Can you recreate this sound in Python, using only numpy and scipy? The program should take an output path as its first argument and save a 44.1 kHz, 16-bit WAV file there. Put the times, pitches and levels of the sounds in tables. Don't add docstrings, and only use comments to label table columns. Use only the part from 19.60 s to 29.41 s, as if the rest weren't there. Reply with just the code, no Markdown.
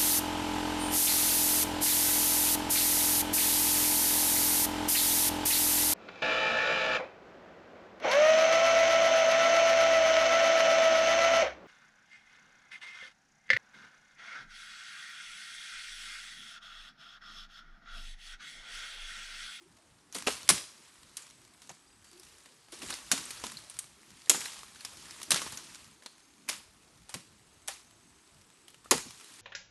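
import sys
import numpy as np
from scipy import signal
from scipy.fft import rfft, irfft
from scipy.io import wavfile
from scipy.ndimage import uniform_filter1d

SR = 44100
rng = np.random.default_rng(int(sys.argv[2]) if len(sys.argv) > 2 else 0)


def to_wav(s):
    ch = np.atleast_2d(s).T
    pcm = np.round(np.clip(ch, -1, 1) * 32767)
    wavfile.write(sys.argv[1], SR, pcm.astype(np.int16))


N = 432613

# (bite time [s], bite level near its peak [dB],
# bite ring [Hz], tilt [dB per octave], delay until it gives way [s], level of that near its peak [dB],
# ring of that [Hz], level of the shivering leaves [dB])
CHOP_BLOWS = [(0.6705, -11, 2600, -5.4, 0.011, -14, 2710, -32), (0.89, 0.5, 9600, 0, .012, -5, 9670, -27.5),
              (3.5153, -4.5, 6560, -0.2, .008, -20, 4400, -31.5),
              (4.6957, -0.5, 7230, 2, 0.0037, -4.5, 7300, -32.5),
              (5.706, -7, 9100, 0.5, 0.011, -6, 3670, -28),
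              (6.8878, -18, 2470, 0, 0.0048, -16.5, 2150, -36),
              (7.5407, -21.5, 1220, -1.5, 0.0049, -27, 1180, -47.5),
              (8.082, -19, 1807, -0.6, 0.0053, -33.5, 1770, -43),
              (9.31, -3, 6960, 2, 0.003, -12.5, 970, -29)]
# (time [s], level near the peak [dB], ring [Hz], ring strength [dB],
# tilt [dB per octave], shivering leaves relative to the snap level [dB])
TWIG_SNAPS = [(0.5253, -33, 6300, 11, 2, -18), (0.546, -31, 9200, 7, 8, -6),
              (0.6658, -22, 915, 7, -3, -23.5), (1.569, -23.5, 6370, 1.5, 4.5, -24.5),
              (1.621, -37.5, 7080, 9, 3, -20), (2.0186, -38.5, 4420, 2, -2, -18),
              (2.093, -30, 6550, 15, -4, -26), (2.4435, -45.5, 6000, 4, 0, -14),
              (2.597, -39, 5500, 8, 4, -35), (2.6496, -42, 5970, 10, 5, -35),
              (2.858, -39, 4000, 1, -3.5, -30), (3.084, -45, 3000, 4, -5.5, -30),
              (3.1215, -34, 9570, 9.5, .1, -12), (3.2182, -27, 2770, 13, -4.5, -17),
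              (3.303, -22.5, 9680, 10.5, -3, -20.5), (3.3261, -26, 4060, 16, -4.5, -21),
              (3.577, -24, 4400, .1, -1.5, -20.5), (3.654, -29.5, 8500, 12, 2, -35),
              (3.6934, -39, 9000, 3, 8, -29), (3.706, -22, 9100, 5, 0, -46),
              (3.8384, -21, 972, 9, -5.5, -20), (3.97, -25.5, 4300, 26, 3, -33),
              (4.0975, -28.5, 9300, 14, 3, -27), (4.14, -40.5, 9630, 7, .1, -15),
              (4.1892, -18.5, 8800, 4, 4, -36), (4.6724, -39, 1970, 19, -8, -38),
              (4.745, -20.5, 930, -1, -7.5, -19), (4.8052, -26.5, 8790, -2, 2, -14.5),
              (4.856, -24, 4090, 3, 0.5, -36), (5.032, -34, 1200, 15, -4, -34),
              (5.158, -40, 1500, 9, -3.5, -30), (5.207, -33.5, 4380, 14, 2, -25),
              (5.249, -22.5, 5370, 6, -0.5, -29.5), (5.37, -37, 4500, 8, 1, -28),
              (5.63, -24.5, 4200, 1, 2.5, -44), (5.759, -18.5, 6090, 7, -3, -17.5),
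              (5.817, -21, 1180, 11, -4, -20.5), (5.8622, -26.5, 993, 11, -10.5, -17),
              (5.921, -30.5, 9000, 6, 6, -15.5), (5.973, -25, 6300, 11, -0.5, -25),
              (6.423, -40, 1540, 5, -4.5, -22), (6.4605, -26.5, 4230, 8, -4.5, -35),
              (6.879, -41, 2100, 22, -7, -9), (7.4929, -31.5, 8650, 11, -3, -19),
              (8.0763, -29.5, 2320, 10, 4.5, -15), (9.081, -36.5, 3200, 7, -1, -35),
              (9.1026, -43, 8720, 6, .1, -27), (9.143, -39.5, 2790, 6, -4, -34),
              (9.2442, -41.5, 1070, 16, -2, -20), (9.2584, -40, 1310, 15, -8, -27),
              (9.4843, -40, 4060, 16, -4, -32), (9.738, -39, 8500, 8, 3, -30)]


def gain_of(db):
    return 10 ** (np.asarray(db) / 20)


def evened(x):
    return x / np.sqrt(np.mean(x ** 2) + 1e-20)


def read(points, hz):
    f, value = np.transpose(points)
    return np.interp(np.log(hz + 1), np.log(f + 1), value)


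def add(mix, s, sound):
    part = mix[round(s * SR):][:len(sound)]
    part += sound[:len(part)]


def octaves(hz):
    return np.log2(np.maximum(hz, 700) / 4000)


def coloured(x, spectrum, size, tilt=0, patchy_db=0):
    overlap = size - size // 4
    hz, t, z = signal.stft(x, SR, nperseg=size, noverlap=overlap)
    shape = gain_of(read(spectrum, hz) + tilt * octaves(hz))
    shape /= np.sqrt(np.mean(shape ** 2))
    patches = rng.standard_normal(z.T.shape)
    patches = uniform_filter1d(patches, size=10, axis=0)
    patches = evened(uniform_filter1d(patches, size=8, axis=1))
    z = z * shape[:, None] * gain_of(patchy_db * patches.T)
    return signal.istft(z, SR, nperseg=size, noverlap=overlap)[1][:N]


def air(power):
    # (frequency [Hz], relative level per Hz [dB])
    hiss_spectrum = [(180, -23), (300, -1.5), (455, -9.5), (523, -25), (781, -4.5), (1110, -6),
                     (1540, -7.5), (5990, -21.5), (8680, -13), (12000, -37), (15600, -62), (22000, -120)]
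    # (frequency [Hz], relative level per Hz [dB])
    rumble_spectrum = [(12, -52), (20, -35.5), (49, -3.5), (103, -5), (219, -4.5), (333, -7.5), (455, -12),
                       (700, -13.5), (910, -45.5), (1540, -120)]
    hiss_db, still_rumble_db = -69.5, -70
    hiss = gain_of(hiss_db) * coloured(rng.standard_normal(N), hiss_spectrum, size=1024, patchy_db=0.6)
    rumble = coloured(rng.standard_normal(N), rumble_spectrum, size=2048, patchy_db=3.5)

    stirred_below_fronds_db, stir_s = -16.5, 0.15
    frond_db = uniform_filter1d(10 * np.log10(power), round(stir_s * SR))
    rumble_gain = np.hypot(gain_of(still_rumble_db), gain_of(frond_db + stirred_below_fronds_db))
    return hiss + rumble_gain * rumble


def call(start, end, db, hz, width, throbs, depth, fade, clear):
    t = np.arange(max(start - fade / 2, 0), end + fade / 2, 1 / SR)
    turn = np.exp(2j * np.pi * hz * t)
    pole = np.exp(-np.pi * width / SR)
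    noise = rng.standard_normal(len(t)) / turn
    band = (turn * signal.lfilter([1], np.convolve([1, -pole], [1, -pole]), noise)).real
    voice = (1 - clear) * evened(band) + clear * evened(turn.real)
    throb = 1 + depth * np.sin(2 * np.pi * throbs * t)
    edges = np.clip(np.minimum(t - t[0], t[-1] - t) / fade, 0, 1)
    return t[0], gain_of(db) * edges * evened(voice * throb)


def animal_calls():
    spells_by_kind = {"high insect": [(1.2, 2.4, -74.5), (2.1, 3.1, -76), (7.6, 8.4, -76), (8.4, 9.3, -74)],
                      "low insect": [(6.25, 6.9, -76), (7.9, 8.65, -75)], "chirp": [(2.1, 2.16, -73),
                      (2.44, 2.6, -71)], "trill": [(2.26, 2.36, -74)], "coo": [(.0, .1, -64),
                      (2.51, 2.61, -62.5)]}
    songs = {"high insect": (8000, 130, 45, .6, .08, .2), "low insect": (6400, 70, 40, .4, .08, .6),
             "chirp": (4620, 40, 40, .4, .03, .8), "trill": (4870, 60, 26, .9, .02, .8),
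             "coo": (355, 45, 20, .3, .03, .4)}
    out = np.zeros(N)
    for kind, spells in spells_by_kind.items():
        for spell in spells:
            add(out, *call(*spell, *songs[kind]))
    return out


def shaking():
    # (time [s], level [dB])
    drag_levels = [(0.52, -68.5), (0.7, -47), (1.15, -59), (2.37, -66.5), (2.68, -58.5), (3.08, -65.5),
                   (3.3, -43), (3.44, -52), (3.77, -47.5), (4.32, -63), (4.7, -56), (4.86, -43.5),
                   (5.1, -56.5), (5.55, -50), (5.7, -53), (6.15, -52.5), (6.4, -65), (9.3, -65.5),
                   (9.5, -54.5), (9.81, -54.5)]
    drag_s, drag_db = np.transpose(drag_levels)
    power = gain_of(np.interp(np.arange(N) / SR, drag_s, drag_db)) ** 2

    t, shiver_t60, rise_s = np.arange(SR) / SR, 0.36, 0.0021
    dying = gain_of(-60 * t / shiver_t60) ** 2 * np.minimum(t / rise_s, 1)
    shivers = [(c[0], c[-1]) for c in CHOP_BLOWS]
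    shivers += [(c[0], c[1] + c[-1]) for c in TWIG_SNAPS]
    for s, db in shivers:
        add(power, s + 0.001, gain_of(db) ** 2 * dying)
    return power


def crackles(count=24):
    snaps_per_s = 110
    size = gain_of(7.4 * np.minimum(rng.exponential(1, N), 3)) * (rng.random(N) < snaps_per_s / SR)
    kind = rng.integers(0, count, N)
    t, out = np.arange(600) / SR, np.zeros(N)
    for k, hz in enumerate(np.geomspace(2000, 9000, count)):
        life = rng.uniform(.25, .8) / hz
        snap = np.sin(2 * np.pi * hz * t) * t / life * np.exp(-t / life)
        out += signal.oaconvolve(size * (kind == k), snap)[:N]
    return evened(out)


def fronds(power):
    # (frequency [Hz], relative level per Hz [dB])
    leaf_spectrum = [(180, -33), (300, -11.5), (785, -10.5), (934, -1), (1550, -3), (4380, -1.5),
                     (9480, -3.5), (11800, -9), (13000, -37)]
    flutters_per_s, flutter_t60, crackle_db = 120, .012, -15.5
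    size = gain_of(7.1 * np.minimum(rng.exponential(1, N), 4)) * (rng.random(N) < flutters_per_s / SR)
    flutter = signal.oaconvolve(size, gain_of(-60 * np.arange(1000) / SR / flutter_t60))[:N]
    rubbing = evened((1 + .15 * flutter) * rng.standard_normal(N))
    hiss = coloured(rubbing, leaf_spectrum, size=256, tilt=-.2, patchy_db=1.5)
    return np.sqrt(power) * (hiss + gain_of(crackle_db) * crackles())


def grove(x):
    # (frequency [Hz], time to fall by 60 dB [s])
    echo_times = [(150, .3), (700, 0.18), (2000, 0.35), (5000, 0.54), (11000, 0.34)]
    rise_s, turns_per_s = 0.0036, 1.7
    taps = rng.standard_normal((3, SR)) * np.minimum(np.arange(SR) / SR / rise_s, 1)
    hz, t, z = signal.stft(taps, SR, nperseg=256)
    fading = gain_of(-60 * t / read(echo_times, hz)[:, None])
    tails = signal.istft(z * fading, SR, nperseg=256)[1]
    tails /= np.linalg.norm(tails[0])
    phase = np.arange(N) / SR * turns_per_s + np.arange(3)[:, None] / 3
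    turn = np.cos(2 * np.pi * phase) * np.sqrt(2 / 3)
    return signal.fftconvolve(x * turn, tails, axes=1).sum(0)[:N]


def thud(db, pitch_hz, noise):
    t, hz = np.arange(len(noise)) / SR, np.fft.rfftfreq(len(noise), 1 / SR) + 1
    off = hz / pitch_hz - pitch_hz / hz
    steepness = np.where(off > 0, .6, 1.2)
    body = evened(irfft(rfft(noise) / (1 + (1.5 * off) ** 2) ** steepness))
    rise_cycles = 2.1
    rise = np.minimum(t * pitch_hz / rise_cycles, 1)
    t60 = 0.12 * (200 / pitch_hz) ** .45
    return gain_of(db - 3) * body * rise * gain_of(-60 * t / t60)


def crack(db, ring_hz, ring_db, tilt, hold, noise):
    # (frequency [Hz], relative level per Hz [dB])
    split_spectrum = [(120, -42), (200, -10), (560, -12), (2230, -5), (2520, -5), (3700, -3), (7830, -4),
                      (9830, -4), (11700, -6), (13000, -36)]
    t, hz = np.arange(len(noise)) / SR, np.fft.rfftfreq(len(noise), 1 / SR)
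    ring = ring_db * np.exp(-(np.log2((hz + 1) / ring_hz) / .2) ** 2)
    colour = gain_of(read(split_spectrum, hz) + tilt * octaves(hz) + ring)
    spiky = noise * abs(noise) ** 0.61
    tearing = evened(irfft(rfft(spiky) * colour))

    u = t / 0.00082
    first_snap = 0.78 * u * np.exp(1 - u)
    fade_t60 = 0.033 + 1.7 * hold
    fading = gain_of(-60 * np.maximum(t - hold, 0) / fade_t60)
    return gain_of(db - 11) * tearing * (first_snap + .5 * np.minimum(u, 1) * fading)


def blows():
    # (time [s], level near the peak [dB], pitch [Hz])
    low_thuds = [(0.551, -33, 248), (0.675, -28.5, 377), (0.906, -27, 171), (0.945, -45.5, 205),
                 (2.096, -46.5, 172), (2.1, -42.5, 800), (3.122, -41, 333), (3.225, -37.5, 222),
                 (3.24, -52, 48), (3.528, -31.5, 275), (3.844, -40, 238), (4.704, -31, 308),
                 (4.746, -34.5, 188), (5.713, -31, 245), (5.729, -37, 164), (5.92, -41, 160),
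                 (6.894, -44.5, 700), (7.538, -34.5, 150), (8.085, -33.5, 662), (9.313, -14, 360),
                 (9.312, -15.5, 1040), (9.338, -28.5, 174), (9.453, -40, 167)]
    out = np.zeros(N)
    for s, db, hz in low_thuds:
        add(out, s, thud(db, hz, rng.standard_normal(16384)))
    for s, db, hz, ring_db, tilt, _ in TWIG_SNAPS:
        add(out, s, crack(db, hz, ring_db, tilt, hold=0.0047, noise=rng.standard_normal(8192)))
    for s, db, hz, tilt, later, give_db, give_hz, _ in CHOP_BLOWS:
        bite = crack(db, hz, 7, tilt, hold=0.005, noise=rng.standard_normal(8192))
        give = crack(give_db, give_hz, 4.5, tilt - 1.8, hold=0.0049, noise=rng.standard_normal(8192))
        add(out, s, bite)
        add(out, s + later, give)
    return out


def scene():
    power, hits = shaking(), blows()
    echo = gain_of(-12.5) * grove(hits)
    return (air(power) + animal_calls() + fronds(power) + echo + hits)[None]


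def record(dry):
    ceiling, edge_hz = .85, 12150
    rounded = ceiling * np.tanh(dry / ceiling)
    low_pass = signal.firwin(255, edge_hz, window=("kaiser", 9), fs=SR)
    return signal.oaconvolve(rounded, low_pass[None], "same")


dry = scene()
out = record(dry)
to_wav(out)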